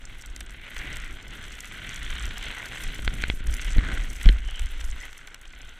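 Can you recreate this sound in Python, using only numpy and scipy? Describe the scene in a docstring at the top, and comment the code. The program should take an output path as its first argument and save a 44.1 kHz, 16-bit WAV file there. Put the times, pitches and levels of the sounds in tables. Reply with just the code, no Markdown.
"""A snowboard slides over crusty snow, heard by a small camera in a closed housing on the rider.
From the start, noise shaped by the housing scrapes and crackles, and now and then a thin band sings.
From about 2 s low, uneven wind noise swells; from 3 s short rings and pressure drops click in the mount.
Near 3.8 and 4.3 s two jolts add deep, fast-fading swings and dull thuds of the board.
The edge sings twice more; then wind and slide fade and a narrow band of noise whistles softly."""
import sys
import numpy as np
from scipy import signal
from scipy.fft import rfft, irfft, next_fast_len
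from scipy.io import wavfile
from scipy.ndimage import map_coordinates

SR = 44100
rng = np.random.default_rng(int(sys.argv[2]) if len(sys.argv) > 2 else 0)


def dump_mix(stems):
    """Bounce the given channels to the path in sys.argv[1] as a 16-bit WAV at rate SR."""
    frames = np.atleast_2d(stems).T  # one column per channel
    limited = np.clip(frames, -1, 1)  # hard clip at full scale
    pcm = np.round(limited * 32767).astype(np.int16)
    wavfile.write(sys.argv[1], SR, pcm)


N = 255339  # samples, about 5.8 s

# How the board slides: t/s, grind level/dB, sharpness/dB, hollowness/dB, spray level/dB
SLIDE_PATH = [(0, -50.5, 1.5, -2, -61), (.2, -48, 0.5, -1.5, -59.5), (.36, -54.5, 5, 5.5, -65),
              (.6, -44.5, -2, -5.5, -62.5), (.74, -42.5, -0.5, -0.5, -52.5), (.8, -35, -5.5, -6, -54),
              (.97, -41.5, 0.5, 0, -56.5), (1.09, -41, -3.5, -1, -56.5), (1.15, -46, 0, -2, -59.5),
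              (1.28, -49, 0.5, 0, -62.5), (1.33, -41, 0.5, 0, -56.5), (1.55, -45, 0.5, 0.5, -55.5),
              (1.9, -39.5, 1, -0.5, -53.5), (2.1, -42, 5.5, 5.5, -53), (2.34, -42.5, 3.5, 1, -58),
              (2.45, -36.5, 2.5, -2, -53), (2.6, -38, -1.5, -0.5, -51.5), (2.72, -39.5, -1.5, -2, -52.5),
              (2.88, -40, 1, -2.5, -49), (3.1, -47, 4, 3, -56), (3.24, -36.5, -2, -8, -54),
              (3.34, -49.5, 0.5, 3, -52.5), (3.42, -46.5, 2.5, 2.5, -65), (3.5, -44, 1, 3, -53.5),
              (3.7, -39, 0, -0.5, -51.5), (3.88, -41, 1.5, 8.5, -52.5), (4.06, -40.5, 0.5, -1, -51.5),
              (4.15, -45, 0, 0, -51), (4.26, -42, -1, 2, -50), (4.4, -47.5, -1.5, 0, -61.5),
              (4.6, -46, 2.5, 5, -57.5), (4.8, -46.5, 0, 0, -55), (5.03, -43, -1, -2, -54),
              (5.2, -52.5, 0, 5, -58.5), (5.5, -53, 2, 0, -67), (5.79, -49, 0, -8, -62.5)]
# Crust breaking: t/s, peak level/dB
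CRUST_BREAKS = [(0.362, -32), (0.407, -29), (0.7642, -23.5), (0.7896, -33), (0.8133, -36), (1.916, -32),
                (2.246, -29), (2.307, -28), (2.3705, -27), (2.73, -30), (2.9407, -28.5), (3.046, -29),
                (3.535, -27), (3.8764, -32), (4.2118, -26), (4.2561, -19.5), (4.383, -32), (4.593, -26.5),
                (4.808, -30.5), (5.1277, -31.5), (5.274, -30), (5.3428, -33.5), (5.453, -35)]
# The loudest ice crystals hitting: t/s, peak level/dB
CRYSTAL_HITS = [(0.2214, -34.5), (0.26, -31), (0.362, -27), (0.4055, -28), (0.5065, -38), (0.7806, -31.5),
                (0.9577, -32.5), (0.9686, -26.5), (1.2805, -40), (1.6047, -26.5), (1.6551, -33),
                (1.944, -28.5), (2.0298, -31.5), (2.1034, -30), (2.2246, -38), (2.2543, -27.5), (2.38, -28),
                (2.4264, -34), (2.6571, -28), (2.7806, -35), (2.8345, -34), (3.0488, -29.5),
                (3.1388, -31.5), (3.2211, -26.5), (3.47, -29), (3.5399, -22.5), (3.6166, -32),
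                (3.6464, -27), (4.23, -28.5), (4.509, -36), (4.594, -26.5), (4.6588, -33), (4.8035, -37),
                (4.8419, -32), (4.9, -37), (5.129, -38), (5.272, -39.5), (5.3443, -32.5), (5.414, -39)]


def slide():
    """The base grinds snow grains; loose crystals tick in a sparser, brighter spray."""
    grind_db, sharpness_db, hollowness_db, spray_db = curves(SLIDE_PATH)
    chatter = wobble(20)  # the edge grips and lets go, in both layers at once

    grind = 0.64 * rng.standard_normal(N) + grains(count=1800, spread_db=4.0, life=0.0019)
    grind = amp(0.74 * chatter) * filtered(grind, housing)
    grind = split(grind, hz=4470)[0]
    dull, sharp = split(grind, hz=2430)
    hollow, dull = split(dull, hz=1718)
    deep, hollow = split(hollow, hz=1103)
    # The lowest colour follows 0.6 of the grind's rise and fall; grind_db is added below.
    deep_db = -15 + (0.6 - 1) * (grind_db - grind_db.mean())
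    colours = [
        (deep, deep_db),
        (hollow, -9 + hollowness_db),
        (dull, -8.5 - sharpness_db),
        (sharp, -6.5 + sharpness_db),
    ]
    scrape = np.zeros(N)
    for part, colour_db in colours:
        drift_db = 1.32 * wobble(10)  # each colour drifts on its own
        scrape += amp(grind_db + colour_db + drift_db) * unit(part)

    hail = grains(count=300, spread_db=4.0, life=0.0009)  # sounds over the whole treble
    coarse = hail + 1.22 * rng.standard_normal(N)
    coarse += 1.7 * grains(count=400, spread_db=10.5, life=0.001)
    fine = hail + 0.57 * rng.standard_normal(N)
    fine += 1.1 * grains(count=400, spread_db=1.0, life=0.00069)
    hiss = split(amp(1.3 * chatter) * filtered(coarse, icy), hz=9600)[0]
    fizz = split(filtered(fine, icy), hz=9200)[1]
    fizz_db = spray_db - 8 + 3 * wobble(30)  # in flurries
    spray = amp(spray_db) * unit(hiss) + amp(fizz_db) * unit(fizz)

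    scrape += bursts(CRUST_BREAKS, 0.0046 / 3, housing)
    spray += bursts(CRYSTAL_HITS, 0.002 / 3, icy)
    return scrape, spray


# The edge digs in and sings: t/s, half length/s, f/Hz, level/dB
EDGE_SONGS = [(0.834, 0.082, 2020, -46.5), (1.095, 0.019, 2000, -47), (4.55, 0.12, 2990, -46.5),
              (5.02, 0.055, 2000, -50)]


def carve():
    """Thin bands of coarse scrape that swell and fade as the edge digs in."""
    t = np.arange(N) / SR
    rasp = grains(count=1200, spread_db=2.5, life=0.004)
    out = np.zeros(N)
    for start, half_s, hz, db in EDGE_SONGS:  # start is the middle of the swell
        mode = [(hz, 350, 0)]  # 350 Hz wide, passed twice
        band = unit(filtered(rasp, lambda f: resonances(mode, f) ** 2))
        out += amp(db) * np.exp(-((t - start) / half_s) ** 4) * band
    return out


# The mount slips: t/s, ring peak level/dB, pressure drop level/dB before its shape, drop time/s
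MOUNT_SLIPS = [(2.992, -24, -24, .0003), (3.0776, -9, -17, .0002), (3.2225, -23, -45, .0003),
               (3.238, -11, -20, .0002), (3.283, -45, -22, .001), (3.3, -10, -15, .0002),
               (3.338, -45, -22, .001), (3.406, -40, -24, .001), (3.7825, -19, -3, .0018),
               (4.2605, -36, -8, .0015), (4.2665, -27, .5, .0035), (4.2893, -9, -26, .0003),
               (4.293, -40, -7, .004)]
# The mount's own ring: f/Hz, width/Hz, level/dB
MOUNT_RING = [(1500, 200, -2), (2120, 330, 1), (3280, 400, -4), (4150, 400, -9)]
# Jolts: t/s, starting f/Hz, level/dB before rise and fade, rise time/s, time to fall 60 dB/s
CAMERA_JOLTS = [(3.758, 28, 2, .008, .12), (4.2535, 34, -2, .004, .36)]


def mount():
    """A slip drops the pressure quickly and rings the housing; a jolt swings the camera on its strap."""
    out, t = np.zeros(N + SR), np.arange(SR // 2) / SR
    f = np.fft.rfftfreq(len(t), 1 / SR)
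    # plastic on plastic: little treble
    x = f / 4600
    soft = 0.2 * housing(f) / (1 + 1j * x)
    soft = soft + resonances(MOUNT_RING, f) / (1 + 1j * x - x ** 2)
    for s, ring_db, drop_db, drop_s in MOUNT_SLIPS:
        rattle = 0.09 * amp(-60 * t / 0.012) * rng.standard_normal(len(t))
        knock = t == 0  # a single sample
        ring = irfft(rfft(knock + rattle) * soft, len(t))
        drop = np.exp(-t / 0.006) * (1 - np.exp(-(t / drop_s) ** 2))
        here = out[round(s * SR):][:len(t)]
        here += amp(ring_db) * ring / np.abs(ring).max()
        here -= amp(drop_db) * drop
    for s, hz, db, rise_s, t60_s in CAMERA_JOLTS:
        cycles = hz * t * (1 + 2.8 * t)  # the swing quickens as it shrinks
        swell = (1 - np.exp(-t / rise_s)) ** 2
        stop = np.exp(-(t / 0.115) ** 8)  # the strap stops the swing after about 0.115 s
        swing = swell * stop * np.sin(2 * np.pi * cycles)
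        out[round(s * SR):][:len(t)] += amp(db - 60 * t / t60_s) * swing
    return out[:N]


# Thuds of the board under the jolts: t/s, peak level/dB
BOARD_THUDS = [(3.762, -26.5), (3.783, -23.5), (4.258, -20.5), (4.288, -19)]
# The board's own resonances: f/Hz, width/Hz, level/dB
BOARD_BODY = [(105, 91, 7.5), (330, 450, -8.5)]


def board():
    """The jolts also sound through the board's resonances, dull and short."""
    return bursts(BOARD_THUDS, 0.004, lambda f: resonances(BOARD_BODY, f))


# How the wind blows: t/s, buffet level/dB, rumble level/dB
WIND_PATH = [(0, -40, -58.5), (.22, -44.5, -57), (.31, -35, -55), (.57, -40, -54), (.7, -54, -53.5),
             (.77, -34.5, -54), (.86, -45, -45), (.89, -31, -48.5), (1.14, -39.5, -49.5), (1.24, -45, -51),
             (1.29, -40, -51), (1.84, -45.5, -50), (2.2, -27.5, -47.5), (2.46, -35.5, -50),
             (2.72, -48.5, -50.5), (2.88, -26.5, -45.5), (2.94, -41, -43.5), (3.05, -25, -48),
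             (3.19, -33.5, -44.5), (3.31, -25.5, -51), (3.39, -35.5, -44.5), (3.48, -16, -44),
             (3.6, -36, -48), (3.73, -20.5, -45.5), (3.83, -21.5, -37), (3.9, -26, -37), (3.98, -21, -42.5),
             (4.18, -33.5, -50), (4.37, -25, -47), (4.48, -24, -54.5), (4.58, -32, -59), (4.63, -15.5, -59),
             (4.69, -34, -55.5), (4.93, -26, -56), (5.07, -49, -59.5), (5.65, -40.5, -59), (5.79, -52, -65)]
# Colour of the slow buffets: f/Hz, level/dB
BUFFET_COLOUR = [(8.8, -80), (15, 10), (27, 4), (43, -0.5), (56, -0.5), (87, -22), (130, -38.5), (170, -33),
                 (290, -120)]
# Colour of the rougher rumble: f/Hz, level/dB
RUMBLE_COLOUR = [(53, -37), (90, 0), (167, -8), (287, -8), (426, -15.5), (512, -20.5), (600, -21),
                 (780, -22), (1320, -120)]


def wind():
    """Slow pressure lumps on the microphone with a rougher rumble above, both wavering by chance."""
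    buffet_db, rumble_db = curves(WIND_PATH)
    eddy = wobble(14)  # one eddy shakes both layers
    lumps = amp(0.58 * eddy + 1.46 * wobble(12))
    pressure = filtered(rng.standard_normal(N), lambda f: amp(along(BUFFET_COLOUR, f)))
    buffet = unit(lumps * pressure)
    rough = amp(1.6 * eddy + 1.6 * wobble(30)) * rng.standard_normal(N)
    rumble = unit(filtered(rough, lambda f: amp(along(RUMBLE_COLOUR, f))))
    low, roar = split(rumble, hz=210)
    low = amp(0.94 * wobble(11)) * low
    roar = amp(-1 + 0.5 * wobble(7.3)) * roar
    return amp(buffet_db) * buffet + amp(rumble_db) * (low + roar)


# Wind across the port: t/s, level/dB
PORT_WHISTLE = [(0, -64), (5.25, -72), (5.5, -58), (5.79, -57)]


def whistle():
    """A thin band of wind noise at the port's own resonance, bare once the slide fades."""
    hz, width, _ = HOUSING_MODES[1]
    band = filtered(rng.standard_normal(N), lambda f: 1 / (1 + ((f - hz) / (width / 2)) ** 2))
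    return amp(curves(PORT_WHISTLE)[0]) * unit(band)


# Resonances of the housing: f/Hz, width/Hz, level/dB
HOUSING_MODES = [(694, 2260, -14.5), (1494, 190, 0), (2047, 336, 0.5), (3233, 712, -1.5), (4083, 746, -8),
                 (6090, 1530, -17), (7980, 1010, -18.5), (11620, 8000, -27), (14560, 7600, -28.5)]


def housing(f):
    """The air and plastic around the microphone resonate."""
    return resonances(HOUSING_MODES, f)


# Colour of a crystal's tick: f/Hz, level/dB
ICE_COLOUR = [(2500, -116), (4300, -0.5), (5000, 2.5), (6000, 10.5), (9000, 13.5), (13000, 16.5),
              (15200, 11.5), (16300, -24)]


def icy(f):
    """A bright tick as it comes through the housing."""
    return housing(f) * amp(along(ICE_COLOUR, f))


def resonances(modes, f):
    """The causal response of several resonances, added with alternating sign."""
    total = 0
    for k, (centre, width, db) in enumerate(modes):
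        damping = 1j * f * width
        total = total + (-1) ** k * amp(db) * damping / (centre * centre - f * f + damping)
    return total


def grains(count, spread_db, life):
    """Noise under a swarm of short random bursts of log-normal size; life is in seconds."""
    when, size = rng.random(count), rng.standard_normal(count)
    energy = amp(spread_db * np.clip(size, -2, 2)) ** 2
    starts = np.bincount((when * N).astype(int), energy, N)
    power = signal.fftconvolve(starts, np.exp(-np.arange(600) / (life * SR)))[:N]
    return unit(np.sqrt(np.abs(power)) * rng.standard_normal(N))


def bursts(rows, rise_s, response):
    """Short puffs of noise with a quick rise and a fade, each filtered and scaled to its peak."""
    out, t = np.zeros(N + SR), np.arange(1024) / SR
    gain = response(np.fft.rfftfreq(2048, 1 / SR))
    u = t / rise_s
    for s, db in rows:
        noise = u * np.exp(-u) * rng.standard_normal(len(t))
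        puff = irfft(rfft(noise, 2048) * gain)[:len(t)]
        out[round(s * SR):][:len(t)] += amp(db) * puff / np.abs(puff).max()
    return out[:N]


def amp(db):
    """Turn dB into a plain factor."""
    return 10 ** (np.asarray(db) / 20)


def unit(x):
    """Scale x to an average (RMS) level of 1."""
    return x / np.sqrt(np.mean(x ** 2) + 1e-20)


def along(points, hz):
    """Read a (f/Hz, value) curve on a log frequency axis."""
    f, v = np.transpose(points)
    return np.interp(np.log(hz + 1), np.log(f + 1), v)


def curves(rows):
    """One value per sample for each column after the time."""
    s, *cols = np.transpose(rows)
    return [np.interp(np.arange(N) / SR, s, c) for c in cols]


def wobble(rate):
    """A smooth random curve with rate random points a second."""
    knots = rng.standard_normal(int(N * rate / SR) + 4)
    return map_coordinates(knots, [np.arange(N) * rate / SR])


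def filtered(x, response):
    """Shape x by a response that depends on frequency."""
    m = next_fast_len(N + SR // 2)
    return irfft(rfft(x, m) * response(np.fft.rfftfreq(m, 1 / SR)), m)[..., :N]


def split(x, hz):
    """The parts of x below and above a soft border."""
    low = filtered(x, lambda f: 1 / (1 + (f / hz) ** 8))
    return low, x - low


def scene():
    """All layers together; in random spells the treble wavers between the two channels."""
    scrape, spray = slide()
    spells = wobble(12) > 0
    waver = 0.4 * spells * wobble(400) * spray
    both = wind() + whistle() + carve() + scrape + spray + mount() + board()
    return both + np.array([waver, -waver])


def record(dry):
    """The camera keeps nothing from its band limit of 16300 Hz upward."""
    return filtered(dry, lambda hz: hz < 16300)


dry = scene()
out = record(dry)
dump_mix(out)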